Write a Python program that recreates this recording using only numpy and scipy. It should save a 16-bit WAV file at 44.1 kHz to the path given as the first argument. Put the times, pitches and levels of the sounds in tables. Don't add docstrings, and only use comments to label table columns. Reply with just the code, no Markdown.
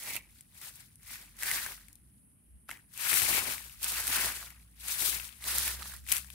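import sys
import numpy as np
from scipy import signal
from scipy.io import wavfile

SR = 44100
rng = np.random.default_rng(int(sys.argv[2]) if len(sys.argv) > 2 else 0)


def unload_audio(sound):
    columns = np.transpose(np.atleast_2d(sound))
    steps = np.round(np.clip(columns, -1, 1) * 32767)
    wavfile.write(sys.argv[1], SR, steps.astype(np.int16))


N = 279572

# t/s at full force, rise/s, hold/s, fall/s, crackle level/dB,
# hollow level/dB and soil level/dB (both relative to the crackle), left-right/dB, cupped f/Hz, its lift/dB
PUSHES = [(0.0, 0.3, 0.067, 0.1, -43.5, -10.5, -17.5, 0, 2100, 10),
          (0.083, 0.093, 0.024, 0.14, -41.5, -11.5, -13, 1, 2190, 19),
          (0.139, 0.12, .036, 0.038, -42.5, -12.5, -9.5, 0, 2360, 18.5),
          (0.38, 0.23, 0.01, 0.23, -61, -10, -25, 4, 2200, 0),
          (0.577, 0.15, .03, 0.1, -56.5, -6.5, -18, 5, 2070, 6.5),
          (0.623, 0.038, 0.064, 0.073, -45.5, -8.5, -21.5, 4.5, 1950, 3.5),
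          (0.79, 0.27, 0.015, 0.22, -55, -9, -19, 6, 2000, 4.5),
          (1.124, 0.19, 0.036, 0.086, -45, -7.5, -23, 3.5, 2120, 7.5),
          (1.192, 0.089, 0.019, 0.23, -50, -6, -16, 2.5, 2030, 5.5),
          (1.478, 0.16, 0.078, 0.29, -33, -7.5, -20, 1.5, 1850, 8.5),
          (1.659, 0.37, 0.057, 0.074, -42.5, -4, -15, 4, 1710, 0),
          (2.696, 0.029, 0.021, 0.16, -52, 0, -9, 3.5, 1950, 8),
          (3.024, 0.12, 0.047, 0.21, -36, -2.5, -25.5, 6.5, 2080, 0.5),
          (3.13, 0.25, 0.025, 0.52, -27.5, -7, -20.5, 9, 2250, -3),
          (3.325, 0.28, 0.055, 0.33, -29, -7, -13, 6.5, 2420, 4.5),
          (3.487, 0.17, 0.035, 0.19, -37.5, -4, -12, 6.5, 2000, -2),
          (3.712, .12, 0.081, 0.14, -55, -9, -35, 2.5, 2000, 7),
          (3.85, 0.074, 0.029, 0.32, -33.5, -8, -23, 2.5, 1830, -2),
          (3.968, 0.17, 0.032, 0.14, -35, -5.5, -17, 3.5, 1724, 3),
          (4.158, 0.28, 0.08, 0.32, -29, -4.5, -16.5, 3.5, 1930, 2),
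          (4.904, 0.2, 0.054, 0.19, -37.5, -6, -22.5, 5.5, 2400, 2.5),
          (5.051, 0.28, 0.034, 0.087, -30, -10.5, -23, 9.5, 2290, -4.5),
          (5.128, 0.099, 0.024, 0.28, -37, -5.5, -20.5, 8.5, 2200, 2),
          (5.494, 0.14, 0.2, 0.17, -32.5, -7.5, -20, 1, 1820, 4),
          (5.806, 0.098, 0.057, 0.22, -45, -6.5, -14.5, -0.5, 1700, 1.5),
          (5.916, 0.093, 0.025, 0.14, -47, -10, -20, 1, 1650, 9),
          (6.122, 0.092, 0.038, 0.11, -33.5, -8, -22.5, 8, 2560, 2.5),
          (6.293, 0.12, .05, .1, -59, -8.5, -24, 9, 2500, 2)]
# f/Hz, relative level/dB
CRACKLE_SPECTRUM = [(2500, -16), (3500, -4), (5500, -4.5), (7000, -7), (8200, -3), (9800, 0), (12000, -2.5),
                    (15500, -3.5)]
HOLLOW_SPECTRUM = [(600, -16.5), (900, -8.5), (1400, -0.5), (2100, -1), (2800, 0.5), (4000, -34)]
SOIL_SPECTRUM = [(55, 3), (80, 4.5), (150, -2.5), (300, 0), (550, -2), (900, 3)]
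# f/Hz, factor on the left-right level difference
PORT_SHADOW = [(150, 1), (600, -0.25), (2300, 1.91), (4500, -0.15), (8500, 1.02)]
# t/s, crack level/dB, knock level/dB, knock f/Hz, left-right/dB
STEM_SNAPS = [(0.0085, -36, -55, 2300, -6), (0.031, -31, -57, 2300, -5), (0.036, -26, -62, 2520, -2),
              (0.1325, -38, -53, 2320, -3), (0.147, -38, -35, 2290, -3), (0.155, -28, -39, 2340, -10),
              (0.1648, -24, -35, 2270, -14), (0.4085, -35, -54, 2500, 4), (0.615, -32, -50, 1940, 2),
              (0.7562, -38, -57, 2580, 4.5), (0.8048, -37, -71, 2180, 6), (0.9567, -41.5, -68, 2480, 3),
              (1.0316, -41, -58, 1610, 5), (1.077, -34.5, -55, 2020, -4), (1.3548, -52, -72, 2030, 2),
              (1.3675, -40, -62, 1945, -1), (1.3892, -32, -46, 1920, 2), (1.4247, -22, -32, 1690, 2.0),
              (1.433, -18, -30, 1950, 8), (1.4596, -24, -38, 1760, 2), (1.514, -14, -27.5, 1940, 5),
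              (1.663, -24, -33.5, 1607, 4), (1.72, -31, -41, 2370, 9), (1.7785, -43, -51, 1490, 9),
              (1.884, -43, -56, 2200, 17), (1.929, -38, -74, 2575, 4), (1.955, -39, -64, 3460, 5),
              (2.688, -37, -54, 2400, 4), (2.6922, -40, -32.5, 1400, 0), (2.7054, -32, -43, 2090, 9),
              (2.7127, -28, -32, 2090, -4), (2.7715, -44, -54, 2180, -6), (2.937, -37, -54, 1470, 2),
              (2.9766, -25.5, -44, 2630, 8), (3.072, -21, -32, 2000, 5), (3.116, -19, -30, 2000, 9),
              (3.13, -17, -26, 1800, 10), (3.14, -14, -33, 2300, 12), (3.1716, -15, -30, 2080, 12),
              (3.181, -19, -36, 2000, 10), (3.219, -15, -31, 1960, 12), (3.5118, -29, -39, 1990, 9),
              (3.5807, -34, -36, 1950, 8), (3.696, -34.5, -47, 2696, 1), (3.8048, -42, -54, 3200, -12),
              (3.8304, -19, -37, 3270, 4), (3.8432, -12.5, -35, 3370, -1), (3.92, -20, -47, 2000, -1),
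              (3.981, -25, -36, 1610, -1), (4.0698, -15, -37, 1540, -7), (4.0783, -15, -33, 2020, 4),
              (4.114, -26, -40, 1720, 2.5), (4.2455, -23, -29, 1945, 4), (4.4272, -36, -40.5, 1224, -1),
              (4.5042, -35, -49, 1966, 7.5), (4.8085, -42, -59, 1948, -1), (4.881, -21, -43, 3485, 2),
              (4.884, -20, -42, 1380, 7), (5.1988, -43, -34.5, 2620, 8), (5.2515, -33, -44, 3290, 10),
              (5.291, -39, -43, 3266, 10), (5.3268, -63, -51, 3370, 18), (5.4236, -35, -44, 2050, 5),
              (5.441, -27, -34, 3250, -1.5), (5.5835, -10.5, -42, 2242, 2), (5.6785, -15, -30, 2170, 2),
              (5.822, -36, -43, 1298, -17), (5.8285, -38, -32, 3900, 0), (5.857, -32, -41, 1300, 3),
              (5.9206, -40, -45, 1690, -6), (5.938, -31, -44, 1390, -7), (5.9645, -36, -60, 1590, -8),
              (6.066, -37, -47, 2005, 7), (6.0756, -29, -47, 2930, 4), (6.0876, -25, -35, 2570, 8),
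              (6.096, -27, -40, 2500, 8), (6.1185, -10, -24.5, 3470, 10.5), (6.121, -16, -35, 2400, 12),
              (6.123, -6, -35.5, 2200, 6), (6.125, -22.5, -31, 2600, 11), (6.1365, -17, -41, 2000, 6),
              (6.1668, -15.5, -31, 2670, 4), (6.175, -30, -47, 2000, 7), (6.1812, -22, -45, 2000, 12),
              (6.2457, -43, -52, 1743, 17), (6.3025, -36.5, -43.5, 2675, 17)]
# t/s, firing f/Hz, level/dB
ENGINE_COURSE = [(0.0, 51.7, -63), (0.35, 53.1, -63), (0.55, 54.2, -83), (1.06, 49.34, -63.5),
                 (1.8, 50.4, -57.5), (1.92, 50, -65), (2.12, 65, -58.5), (2.28, 60.7, -86.5),
                 (2.56, 61.4, -51.5), (2.7, 64.1, -80), (2.96, 60.2, -69), (3.5, 57.7, -64),
                 (3.94, 56.05, -50.5), (4.4, 57.6, -54.5), (5.03, 60.2, -57.5), (5.14, 58.3, -46),
                 (5.33, 63.1, -61), (5.56, 63.5, -46), (6.34, 66.7, -51.5)]
# multiple of the firing rate, relative level/dB
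ENGINE_HARMONICS = [(1, -3), (2, -19), (3, -19)]
# f/Hz, relative level/dB
AIR_SPECTRUM = [(25, -28), (50, 4), (120, 2.5), (250, -4.5), (450, -23.5), (1000, -26), (3000, -28),
                (6000, -85), (9000, -36), (15500, -31)]
# f/Hz, correlation
AIR_CORRELATION = [(40, 1), (200, 0.71), (1000, 0.15), (4000, 0.053)]


def from_db(db):
    return 10 ** (np.asarray(db) / 20)


def rms_one(x):
    return x / np.sqrt(np.mean(x ** 2) + 1e-20)


def in_time(rows):
    times, *columns = np.transpose(rows)
    return [np.interp(np.arange(N) / SR, times, column) for column in columns]


def at_hz(points, hz):
    freqs, values = np.transpose(points)
    return np.interp(np.log(hz), np.log(freqs), values)


def drift(rate_hz):
    pole = np.exp(-2 * np.pi * rate_hz * 20 / SR)
    slow = signal.lfilter([1], [1, -2 * pole, pole * pole], rng.standard_normal(N // 20 + 2002))[2000:]
    return np.interp(np.arange(N) / 20, np.arange(len(slow)), rms_one(slow))


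def resonance(x, hz, width_hz):
    r = np.exp(-np.pi * width_hz / SR)
    feedback = [1, -2 * r * np.cos(2 * np.pi * hz / SR), r * r]
    return signal.lfilter(np.array([1, 0, -1]) * (1 - r * r) / 2, feedback, x + 1e-18)


def sides(pan_db):
    return from_db(np.array([pan_db / 2, -pan_db / 2]))


def hand(rise_db=47, fall_db=30, settle_db=-19, settle_db_per_s=57, still_db=-82):
    full_s, rise_s, hold_s, fall_s, crackle_db, *columns = np.transpose(PUSHES)[:, :, None]
    t = np.arange(0, N + 64, 64) / SR
    before_s = np.clip(full_s - t, 0, None)
    after_s = np.clip(t - full_s - hold_s, 0, None)
    swell_db = -rise_db * (before_s / rise_s) ** 1.54
    settling_db = settle_db - settle_db_per_s * after_s
    decay_db = np.maximum(-fall_db * after_s / fall_s, settling_db)
    power = from_db(crackle_db + swell_db + decay_db) ** 2 + from_db(still_db) ** 2 / len(PUSHES)
    total = power.sum(0)
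    means = [(power * column).sum(0) / total for column in columns]
    return in_time(np.transpose([t, 10 * np.log10(total), *means]))


def grains(spectrum, per_s, pan_db, spread_db, q, clump_db, lag_ms, bands, lift_db=lambda hz: 0):
    onsets = np.flatnonzero(rng.random(N) < per_s / SR)
    size_db = spread_db * np.minimum(rng.exponential(1, N), 5) + clump_db * drift(20.7)
    size = from_db(size_db) * rng.choice([-1, 1], N) / np.sqrt(per_s)
    delay_ms = rng.normal(.03 * pan_db, lag_ms, N)
    right_arrival = np.clip(np.arange(N) + (delay_ms * SR / 1000).astype(int), 0, N - 1)
    band_of = rng.integers(0, bands, N)[onsets]
    out = np.zeros((2, N))
    for k, hz in enumerate(np.geomspace(spectrum[0][0], spectrum[-1][0], bands)):
        at, clicks = onsets[band_of == k], np.zeros((2, N))
        clicks[0, at] = size[at]
        clicks[1, right_arrival[at]] = size[at]
        ring = resonance(resonance(clicks, hz, hz / q), hz, hz / q)
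        out += from_db(at_hz(spectrum, hz) + lift_db(hz)) * sides(at_hz(PORT_SHADOW, hz) * pan_db) * ring
    return out / np.sqrt(np.mean(out[0] ** 2 / sides(pan_db)[0] ** 2))


def raking(crackle_db, hollow_db, soil_db, pan_db, cup_hz, cup_lift_db):
    activity = from_db(.4 * np.clip(crackle_db + 34.5, -30, 5))
    tilt_db_per_octave = 0.0621 * np.clip(crackle_db + 20, -15, 10)
    crackle = grains(CRACKLE_SPECTRUM, 18000 * activity, pan_db, spread_db=1.5, q=2.9, clump_db=1.8,
                     lag_ms=.2, bands=12, lift_db=lambda hz: tilt_db_per_octave * np.log2(hz / 6500))
    cup_db = lambda hz: cup_lift_db * np.exp(-(np.log(hz / cup_hz) / .2) ** 2)
    hollow = grains(HOLLOW_SPECTRUM, 7000 * activity, pan_db, spread_db=.14, q=4.46, clump_db=1.5,
                    lag_ms=.11, bands=14, lift_db=cup_db)
    soil = grains(SOIL_SPECTRUM, 1500, pan_db, spread_db=1.5, q=1.66, clump_db=2.5, lag_ms=.25, bands=7)
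    beneath = from_db(hollow_db + 1.5) * hollow + from_db(soil_db - 0.5) * soil
    return from_db(crackle_db) * (crackle + beneath)


def snaps(rows, crack_s=0.00067, swell_s=0.00016, rattle_s=0.0054, knock_cycles=5.3):
    length = 1000
    t = np.arange(length) / SR
    cracks, knocks = np.zeros((2, 2, N + length))
    envelope = (1 - np.exp(-t / swell_s)) * (1.44 * np.exp(-t / crack_s) + 0.23 * np.exp(-t / rattle_s))
    for start_s, crack_db, knock_db, hz, pan_db in rows:
        noise = rng.standard_normal((3, length))
        i, place = round(start_s * SR), sides(pan_db)[:, None]
        cracks[:, i:i + length] += place * from_db(crack_db) * noise[:2] * envelope
        burst = (noise[2] + .5 * noise[:2]) * np.exp(-t * hz / knock_cycles)
        burst[:, :3] += 3
        ring = resonance(burst, hz, 0.28 * hz)
        knocks[:, i:i + length] += place * from_db(knock_db + 5) * ring / np.abs(ring).max()
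    bright = resonance(resonance(cracks, 9800, 8700), 9800, 8700)
    return (from_db(0.5) * bright + knocks)[:, :N]


def small_snaps(crackle_db, pan_db, count=150):
    at = (rng.random(count) * N).astype(int)
    scatter = rng.standard_normal((count, 4)).T
    crack_db = crackle_db[at] + 6 + 3 * scatter[0]
    knock_db = crackle_db[at] - 8 + 4 * scatter[1]
    knock_hz = 2200 * np.exp(0.15 * scatter[2])
    return np.transpose([at / SR, crack_db, knock_db, knock_hz, pan_db[at] + 4 * scatter[3]])


def engine():
    firing_hz, level_db = in_time(ENGINE_COURSE)
    phase = 2 * np.pi * np.cumsum(firing_hz + 1.56 * drift(4.7)) / SR
    port_phase = phase + 0.25 * drift(2.7) * [[1], [-1]]
    return sum(np.sqrt(2) * from_db(level_db + db + 1.7 * drift(15)) * np.sin(k * port_phase)
               for k, db in ENGINE_HARMONICS)


def insects(band_hz=(8940, 11350), level_db=-66.5):
    band = signal.butter(3, band_hz, "band", fs=SR, output="sos")
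    gain = from_db(level_db + 0.83 * drift(4.8))
    return gain * rms_one(signal.sosfilt(band, rng.standard_normal((2, N))))


def air(level_db=-64.5, flicker_db=1.7):
    out, edges_hz = 0, np.geomspace(22, 16000, 34)
    white = rng.standard_normal((2, 2, N))
    for k, (low, high) in enumerate(zip(edges_hz, edges_hz[1:])):
        band = signal.butter(2, [low, high], "band", fs=SR, output="sos")
        mid, side = signal.sosfilt(band, white[k % 2])
        hz = np.sqrt(low * high)
        alike = at_hz(AIR_CORRELATION, hz)
        gain = from_db(at_hz(AIR_SPECTRUM, hz) + flicker_db * drift(9.8))
        out = out + gain * (np.sqrt(1 + alike) * mid + np.sqrt(1 - alike) * side * [[1], [-1]])
    return from_db(level_db) * rms_one(out)


def scene():
    crackle_db, hollow_db, soil_db, pan_db, cup_hz, cup_lift_db = hand()
    rustle = raking(crackle_db, hollow_db, soil_db, pan_db, cup_hz, cup_lift_db)
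    fractures = snaps([*STEM_SNAPS, *small_snaps(crackle_db, pan_db)])
    return rustle + fractures + engine() + insects() + air()


def record(dry):
    return signal.sosfilt(signal.ellip(10, .5, 70, 15720, fs=SR, output="sos"), dry)


dry = scene()
out = record(dry)
unload_audio(out)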